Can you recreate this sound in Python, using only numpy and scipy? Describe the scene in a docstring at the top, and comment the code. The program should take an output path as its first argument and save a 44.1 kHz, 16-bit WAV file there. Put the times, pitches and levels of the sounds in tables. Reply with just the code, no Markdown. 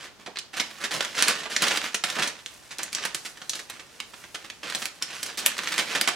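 """A thin plastic package is handled and opened close to a stereo microphone in a small bedroom.
First, over faint room noise, creases collapse in short runs and the sheet thumps softly with them.
From 0.5 s the fingers squeeze harder: fine crinkles, dense runs, single creases snapping over.
From 2.4 s the crackles thin out and film hisses over film; from 5.4 s, last squeezes and hard snaps.
A near surface and the room answer every crackle."""
import sys
import numpy as np
from scipy import signal
from scipy.fft import rfft, irfft, next_fast_len
from scipy.io import wavfile
from scipy.ndimage import map_coordinates

SR = 44100
rng = np.random.default_rng(int(sys.argv[2]) if len(sys.argv) > 2 else 0)


def transcribe(signal):
    """Save signal, clipped to [-1, 1], as a 16-bit WAV file at the path in sys.argv[1]."""
    frames = np.atleast_2d(signal).T
    limited = np.clip(frames, -1, 1)
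    pcm = np.round(limited * 32767).astype(np.int16)
    wavfile.write(sys.argv[1], SR, pcm)


N = 271294
GRID = 4096  # samples per event and per filter
SIDES = np.array([[.5], [-.5]])  # splits a left-minus-right difference

# room noise spectrum: f/Hz, level/dB
ROOM_NOISE = [(20, -8), (60, -2.5), (110, -2), (200, -3), (500, -5.5), (1500, -10), (5000, -12),
              (16000, -30)]
# diffuse field: f/Hz, left-right correlation/1
COHERENCE = [(40, 0.074), (80, 0.072), (170, 0.14), (1200, 0.75), (3000, 0.24), (6000, 0.25), (14000, 0.1)]
# room decay: f/Hz, T60/s
ROOM_T60 = [(150, 0.22), (600, 0.4), (2000, 0.27), (6000, 0.29), (15000, 0.072)]
# package at the microphone, left minus right: f/Hz, level/dB
BALANCE = [(60, -11), (250, -3.5), (2500, -4), (5500, -1.5), (13000, 0)]
# same, left minus right: f/Hz, phase/rad
PHASE_LEAD = [(5500, -.1), (9000, -1.1), (15000, -2)]
# package resonances: f/Hz, half-width/Hz, lift/dB
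RESONANCES = [(218, 22, 4), (323, 34, 5), (446, 13, 0), (578, 24, 3.5), (748, 21, 3.5), (1506, 27, 2.5),
              (1793, 37, 1.5), (1833, 21, 1), (2665, 97, 1), (3180, 70, 0.5)]
# crackle spectrum: f/Hz, level/dB
FILM_SPECTRUM = [(60, -57), (250, -34.5), (450, -15.5), (800, -12), (1200, -2), (1700, 2), (3000, 2.5),
                 (5000, 0.5), (8000, -2.5), (10500, -6.5), (13000, -13.5), (16000, -21)]
# flexing sheet spectrum: f/Hz, level/dB
SHEET_SPECTRUM = [(30, -55), (105, -19.5), (140, -2), (210, 1), (265, -1), (450, 2.5), (700, 0.5),
                  (1100, 0.5), (2500, -68)]
# film-over-film spectrum: f/Hz, level/dB
SLIDE_SPECTRUM = [(60, -21), (300, -8.5), (1500, -5.5), (3500, -8), (6000, -2.5), (9500, -4), (12500, -9),
                  (16000, -16)]
# runs of creases give way: t/s, energy/dB, tilt/(dB/oct), length/s
CREASE_RUNS = [(0, -11.5, -2, 0.048), (0.037, -11, -3.5, 0.041), (0.194, -20.5, -3, 0.048),
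               (0.261, -9, -5, 0.016), (.532, -7, -3, 0.044), (0.565, -2, -2, 0.024),
               (0.597, -1, -1, 0.018), (.803, -5.5, -3.5, 0.046), (0.837, 2.5, -2, 0.023),
               (0.907, 1, -2.5, 0.033), (0.935, 0.5, -0.5, 0.051), (1.15, -2, 0.5, 0.099),
               (1.288, 3.5, 0.5, 0.02), (1.454, -6.5, -6.5, 0.015), (1.497, 0.5, -1.5, 0.087),
               (1.619, 6, -2.5, 0.03), (1.664, 3, -2.5, 0.034), (1.71, 2.5, -4.5, 0.011),
               (1.762, -6.5, 4, 0.021), (2.164, -3, -5, 0.01), (2.184, 2.5, -5.5, 0.035),
               (2.22, 4.5, -1.5, 0.019), (2.273, -2, 2, 0.0072), (2.706, -8.5, -1, .027),
               (2.789, -5, -5, 0.019), (2.919, -16, 2, .02), (3.249, -5, 0, 0.022),
               (3.37, -17, -2.5, 0.014), (3.416, -11.5, -2.5, 0.011), (3.549, -6, 0.5, 0.023),
               (3.59, -9, -0.5, 0.011), (3.793, -13, -2.5, 0.016), (4.134, -15, -5.5, 0.015),
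               (4.239, -16, -3.5, 0.0077), (4.344, -4.5, -2.5, .013), (4.441, -13, -3, 0.026),
               (4.629, -6.5, -4.5, 0.025), (4.747, 1.5, 2, .01), (4.818, -3.5, -2, 0.014),
               (5.013, -11, -5, 0.023), (5.254, -7, 1.5, .017), (5.285, -14, -8.5, 0.014),
               (5.373, 1, 1, 0.033), (5.454, -4.5, 1, 0.013), (5.482, -11.5, -5.5, 0.0083),
               (5.578, -4, 0, .01), (5.788, 6.5, -2, 0.022), (5.904, -2.5, -3.5, 0.048),
               (5.948, 5, -3, 0.017)]
# fingers squeeze: t/s, hold/s, level/dB
SQUEEZES = [(0, 0.026, -55), (.56, 0.3, -46), (.94, 0.2, -39), (1.16, .16, -30), (1.35, 0.051, -37),
            (1.595, 0.15, -30.5), (1.82, 0.021, -36.5), (2.04, .23, -35), (2.8, 0.026, -41),
            (2.94, 0.12, -37), (3.68, 0.065, -48.5), (4.64, 0.18, -43), (4.75, 0.055, -46),
            (5.03, 0.31, -45.5), (5.38, 0.13, -36.5), (5.58, 0.35, -38), (5.78, 0.5, -40)]
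# film slides over film: t/s, hold/s, level/dB
SLIDE_STROKES = [(2.5, .16, -60.5), (3.16, 0.11, -48.5), (3.5, 0.13, -54.5), (4.12, .13, -56.5),
                 (4.77, 0.046, -44.5), (5.14, 0.12, -48)]
# soft low thumps of the sheet: t/s, energy/dB, decay/s
SHEET_THUMPS = [(0.193, -24.5, .014), (0.275, -12.5, 0.014), (.942, -5.5, 0.035), (.597, -19, .012),
                (2.166, -6.5, 0.023), (4.64, -13.5, 0.024), (4.749, -13.5, .015), (5.79, -12, .02),
                (5.955, -10, 0.015), (6.012, -11.5, 0.0074)]
# single creases flip: t/s, energy/dB, tilt/(dB/oct), treble shelf/dB, decay/s
CREASE_SNAPS = [(0.3575, -11, 0, -21, 0.0046), (.3708, -5.5, -1.5, -15, 0.00066),
                (.3866, -4.5, 7.5, -19, 0.0032), (0.5979, 4, 0.5, -14, 0.0052),
                (1.0063, 3, -1.5, -8, 0.0037), (1.0479, -3.5, 0, -1, 0.003), (1.188, -2, 2, -30, 0.0017),
                (1.2242, 10, 1, 0, .0006), (1.282, 8, -2.5, 12, 0.0025), (1.5639, 6.5, 3, -13, 0.0018),
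                (1.6207, 5, -3, 8, 0.0048), (1.681, 0.5, 2, -3, 0.0044), (1.7728, 2.5, -3, 0, 0.0029),
                (1.944, 4.5, 0.5, 0.5, 0.0055), (2.038, 5.5, -2, 4, 0.0042), (2.1, -2, 0.5, -2, 0.0033),
                (2.4611, -6.5, 2.5, -8, 0.0012), (2.784, -7.5, 5, -5, 0.0021),
                (2.8324, -2.5, 12.5, -2, 0.00065), (2.9287, -5.5, 3, -4, 0.0025),
                (2.949, 1.5, 13, -23, .0014), (3.0512, 0.5, -2, 8, 0.0054), (3.146, 0.5, 1.5, 0.5, .0036),
                (3.4945, 1.5, 10, -14, 0.0035), (3.5328, -5.5, 2.5, -15, 0.0032),
                (3.698, -8.5, -1, 8, 0.0047), (4.0016, -5, 0.5, -6, 0.0019), (4.5, -9, 0, -8, 0.0023),
                (4.6996, -6.5, -1.5, 1, 0.0017), (4.8556, -1.5, 4, 1, 0.0011),
                (5.0235, 1.5, 4.5, -6, 0.0028), (5.229, -1.5, 2.5, 1, 0.0047), (5.4619, 12, 1, 12.5, .0005),
                (5.59, -1, -2.5, -15, 0.00097), (5.6736, -0.5, -1, -13, 0.0018),
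                (5.78, 3, -1.5, 4.5, 0.002), (6.0117, 7, -0.5, 6, .002), (6.0746, 7, -1.5, 3.5, 0.0057),
                (6.085, 4, -4.5, 7, 0.0054)]


def amp(db):
    """Decibels to gain."""
    return 10 ** (np.asarray(db) / 20)


def unit(x):
    """Scale to rms 1."""
    return x / np.sqrt(np.mean(x ** 2) + 1e-20)


def along(points, hz):
    """Interpolate (f/Hz, value) points on a log axis."""
    f, value = np.transpose(points)
    return np.interp(np.log(hz + 1), np.log(f), value)


def filtered(x, response):
    """Apply a complex frequency response."""
    n = x.shape[-1]
    m = next_fast_len(n + GRID)
    return irfft(rfft(x, m) * response(np.fft.rfftfreq(m, 1 / SR)), m)[..., :n]


def ring(x, colour_db):
    """Minimum-phase filter with the given dB curve."""
    cepstrum = irfft(np.log(amp(colour_db(np.fft.rfftfreq(GRID, 1 / SR))) + 1e-6))
    fold = 1 + np.sign(GRID // 2 - np.arange(GRID))
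    fold[0] = 1
    impulse = irfft(np.exp(rfft(cepstrum * fold)))
    return signal.fftconvolve(x, impulse)[:len(x)]


def add(track, at_s, x):
    """Mix x into the track."""
    start = max(round(at_s * SR), 0)
    part = track[..., start:start + x.shape[-1]]
    part += x[..., :part.shape[-1]]


def diffuse(pair):
    """Two independent noises become a diffuse stereo field."""
    angle = lambda hz: np.arccos(np.clip(along(COHERENCE, hz), 0, 1)) / 2
    mid, side = filtered(pair, lambda hz: np.array([np.cos(angle(hz)), np.sin(angle(hz))]))
    return np.array([mid + side, mid - side])


def room_noise():
    """Steady diffuse background, rms 1."""
    noise = diffuse(rng.standard_normal((2, N)))
    return unit(filtered(noise, lambda hz: amp(along(ROOM_NOISE, hz))))


def reflections(echo_s=0.0053, echo_db=-9, echo_decay_s=0.0012, tail_db=-6):
    """Impulse response: scattered echo off a near surface, plus the room's tail."""
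    hz, frame_s, spectra = signal.stft(rng.standard_normal((2, SR // 3)), SR, nperseg=256)
    decay = amp(-60 * frame_s / along(ROOM_T60, hz)[:, None])
    tail = signal.istft(spectra * decay, SR, nperseg=256)[1]
    t = np.arange(tail.shape[1]) / SR
    tail *= 1 - np.exp(-t / 0.00034)
    echo = rng.standard_normal(tail.shape) * (t > echo_s) * np.exp(-np.abs(t - echo_s) / echo_decay_s)
    return diffuse(amp(echo_db) * unit(echo) + amp(tail_db) * unit(tail)) / np.sqrt(len(t))


def placed(x, echoes, wander_db=1, wander_s=13e-6):
    """Each spot on the package has its own direction and reflections."""
    lean_db, lead_s = rng.standard_normal(2) * [wander_db, wander_s]
    out = signal.fftconvolve(x[None], echoes[rng.integers(len(echoes))], axes=1)
    direct = filtered(x, lambda hz: amp(SIDES * lean_db) * np.exp(2j * np.pi * hz * SIDES * lead_s))
    add(out, 0, direct)
    return out


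def resonance_db(hz):
    """Lift from the package's resonances."""
    return sum(db / (1 + ((hz - f) / width) ** 2) for f, width, db in RESONANCES)


def film_db(hz, tilt_db_oct, shelf_db=0):
    """Crackle colour: tighter creases tilt it to the treble."""
    tilt = tilt_db_oct * np.log2(np.clip(hz, 900, 11000) / 3200)
    shelf = shelf_db / (1 + (8000 / (hz + 1)) ** 6)
    return along(FILM_SPECTRUM, hz) + tilt + shelf + resonance_db(hz)


def sheet_db(hz):
    """Colour of the whole sheet moving."""
    return along(SHEET_SPECTRUM, hz) + resonance_db(hz)


def buckles(n, per_s, scatter_db):
    """Tiny buckles: impulses of random time, sign and size."""
    size = amp(scatter_db * np.minimum(rng.exponential(size=n), 3.5))
    return (rng.random(n) < per_s / SR) * np.sign(rng.standard_normal(n)) * size


def crackle(push, tilt_db_oct, shelf_db=0):
    """The film's response to a push, energy 1."""
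    x = ring(push, lambda hz: film_db(hz, tilt_db_oct, shelf_db))
    return x / np.linalg.norm(x)


def flap(t, decay_s, tilt_db_oct=0):
    """The sheet jerks, energy 1 at zero tilt; tight creases move it less."""
    x = ring(rng.standard_normal(len(t)) * np.exp(-t / decay_s), sheet_db)
    return amp(-0.83 * tilt_db_oct) * x / np.linalg.norm(x)


def crumples(echoes, flap_db=-14.5, buckles_per_s=1400, fizz=0.25, rise_s=0.0021):
    """Each buckle sets off its neighbours until the run dies out."""
    out, t = np.zeros((2, N)), np.arange(GRID) / SR
    for at_s, db, tilt_db_oct, length_s in CREASE_RUNS:
        run = np.exp(-(t / length_s) ** 2) * (1 - np.exp(-t / rise_s))
        push = (buckles(GRID, buckles_per_s, scatter_db=4) + fizz * rng.standard_normal(GRID)) * run
        jerk = amp(flap_db) * flap(t, length_s, tilt_db_oct)
        add(out, at_s, amp(db) * placed(crackle(push, tilt_db_oct) + jerk, echoes))
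    return out


def strokes(rows, touch_db, touch_from_s=0.52, attack_s=0.015, release_s=0.055,
            waver_db=2, waver_per_s=20):
    """Finger envelope: strokes rise, hold and relax over a light touch; the pressure wavers."""
    t = np.arange(N) / SR
    rise = lambda at_s: np.clip((t - at_s) / attack_s, 0, 1)
    power = (amp(touch_db) * rise(touch_from_s)) ** 2
    for at_s, hold_s, db in rows:
        release = np.exp(-np.maximum(t - at_s - hold_s, 0) / release_s)
        power += (amp(db) * rise(at_s) * release) ** 2
    waver = map_coordinates(rng.standard_normal(GRID), [t * waver_per_s])
    return np.sqrt(power) * amp(waver_db * waver)


def rustle(echoes, squeeze, fine_db=-7, coarse_db=-4, flex_db=-14.5, slip_db=-14, spots=40):
    """Under the fingers the sheet flexes, crinkles and slides over itself, at ever new spots."""
    sliding = np.hypot(strokes(SLIDE_STROKES, touch_db=-61), amp(slip_db) * squeeze)
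    flex = unit(ring(buckles(N, per_s=790, scatter_db=-0.5), sheet_db))
    fine_push = buckles(N, per_s=2500, scatter_db=1.5)
    fine = unit(ring(fine_push, lambda hz: film_db(hz, tilt_db_oct=-1, shelf_db=-21)))
    quiver = np.exp(-np.arange(GRID) / SR / 0.003)  # a larger buckle leaves the film trembling
    tremble = signal.fftconvolve(np.abs(buckles(N, per_s=150, scatter_db=1.5)), quiver)[:N]
    coarse = unit(ring(tremble * rng.standard_normal(N), lambda hz: film_db(hz, tilt_db_oct=-3)))
    hiss = unit(ring(buckles(N, per_s=3000, scatter_db=3), lambda hz: along(SLIDE_SPECTRUM, hz)))
    crinkle = amp(fine_db) * fine + amp(coarse_db) * coarse + amp(flex_db) * flex
    mono = squeeze * crinkle + sliding * hiss
    out, hop = np.zeros((2, N)), N // spots
    crossfade = np.sin(np.pi * np.arange(2 * hop) / (2 * hop))
    for start in range(0, N, hop):
        part = mono[start:start + 2 * hop]
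        add(out, start / SR, placed(part * crossfade[:len(part)], echoes))
    return out


def thumps(echoes):
    """The whole sheet gives a soft low thump as creases give way."""
    out, t = np.zeros((2, N)), np.arange(GRID) / SR
    for at_s, db, decay_s in SHEET_THUMPS:
        add(out, at_s, amp(db) * placed(flap(t, decay_s), echoes))
    return out


def burst(envelope, passes=8):
    """A tight cluster of buckles, whitened so it has no pitch."""
    x = rng.choice([-1, 1], len(envelope)) * envelope
    for _ in range(passes):
        white = irfft(np.exp(1j * np.angle(rfft(x))))
        x = np.sign(white) * envelope
    return x


def snaps(echoes, squeeze, flap_db=-18.5, shiver_s=0.0053, shiver_db=-17, creak_s=0.013, creak_db=22):
    """A crease creaks as hard as it is squeezed, flips over, then the film shivers."""
    out, t = np.zeros((2, N)), np.arange(GRID) / SR
    for at_s, db, tilt_db_oct, shelf_db, decay_s in CREASE_SNAPS:
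        flip = np.exp(-t / decay_s) * (1 - np.exp(-t / (0.22 * decay_s)))
        push = burst(flip + amp(shiver_db) * np.exp(-t / shiver_s))
        heft = np.sqrt(decay_s / 0.0021)  # a slower flip moves more of the sheet
        jerk = heft * amp(flap_db) * flap(t, decay_s=0.0049, tilt_db_oct=tilt_db_oct)
        add(out, at_s, amp(db) * placed(crackle(push, tilt_db_oct, shelf_db) + jerk, echoes))
        strain = buckles(GRID, per_s=2200, scatter_db=5) * t * (t < creak_s)
        creak = amp(creak_db) * squeeze[round(at_s * SR)] * crackle(strain, tilt_db_oct=-4.5)
        add(out, at_s - creak_s, placed(creak, echoes))
    return out


def scene(noise_db=-54):
    """The package, right of the microphone, over faint room noise."""
    echoes = [reflections() for _ in range(24)]
    squeeze = strokes(SQUEEZES, touch_db=-57)
    package = snaps(echoes, squeeze) + crumples(echoes) + thumps(echoes) + rustle(echoes, squeeze)
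    to_right = lambda hz: amp(SIDES * along(BALANCE, hz)) * np.exp(1j * SIDES * along(PHASE_LEAD, hz))
    return filtered(package, to_right) + amp(noise_db) * room_noise()


def record(dry):
    """Clip at full scale; cut the deepest bass and the top of the band."""
    low_hz, top_hz = 22, 16050
    band = lambda hz: hz ** 2 / (hz ** 2 + low_hz ** 2) / (1 + (hz / top_hz) ** 120)
    return filtered(np.clip(dry, -1, 1), band)


dry = scene()
out = record(dry)
transcribe(out)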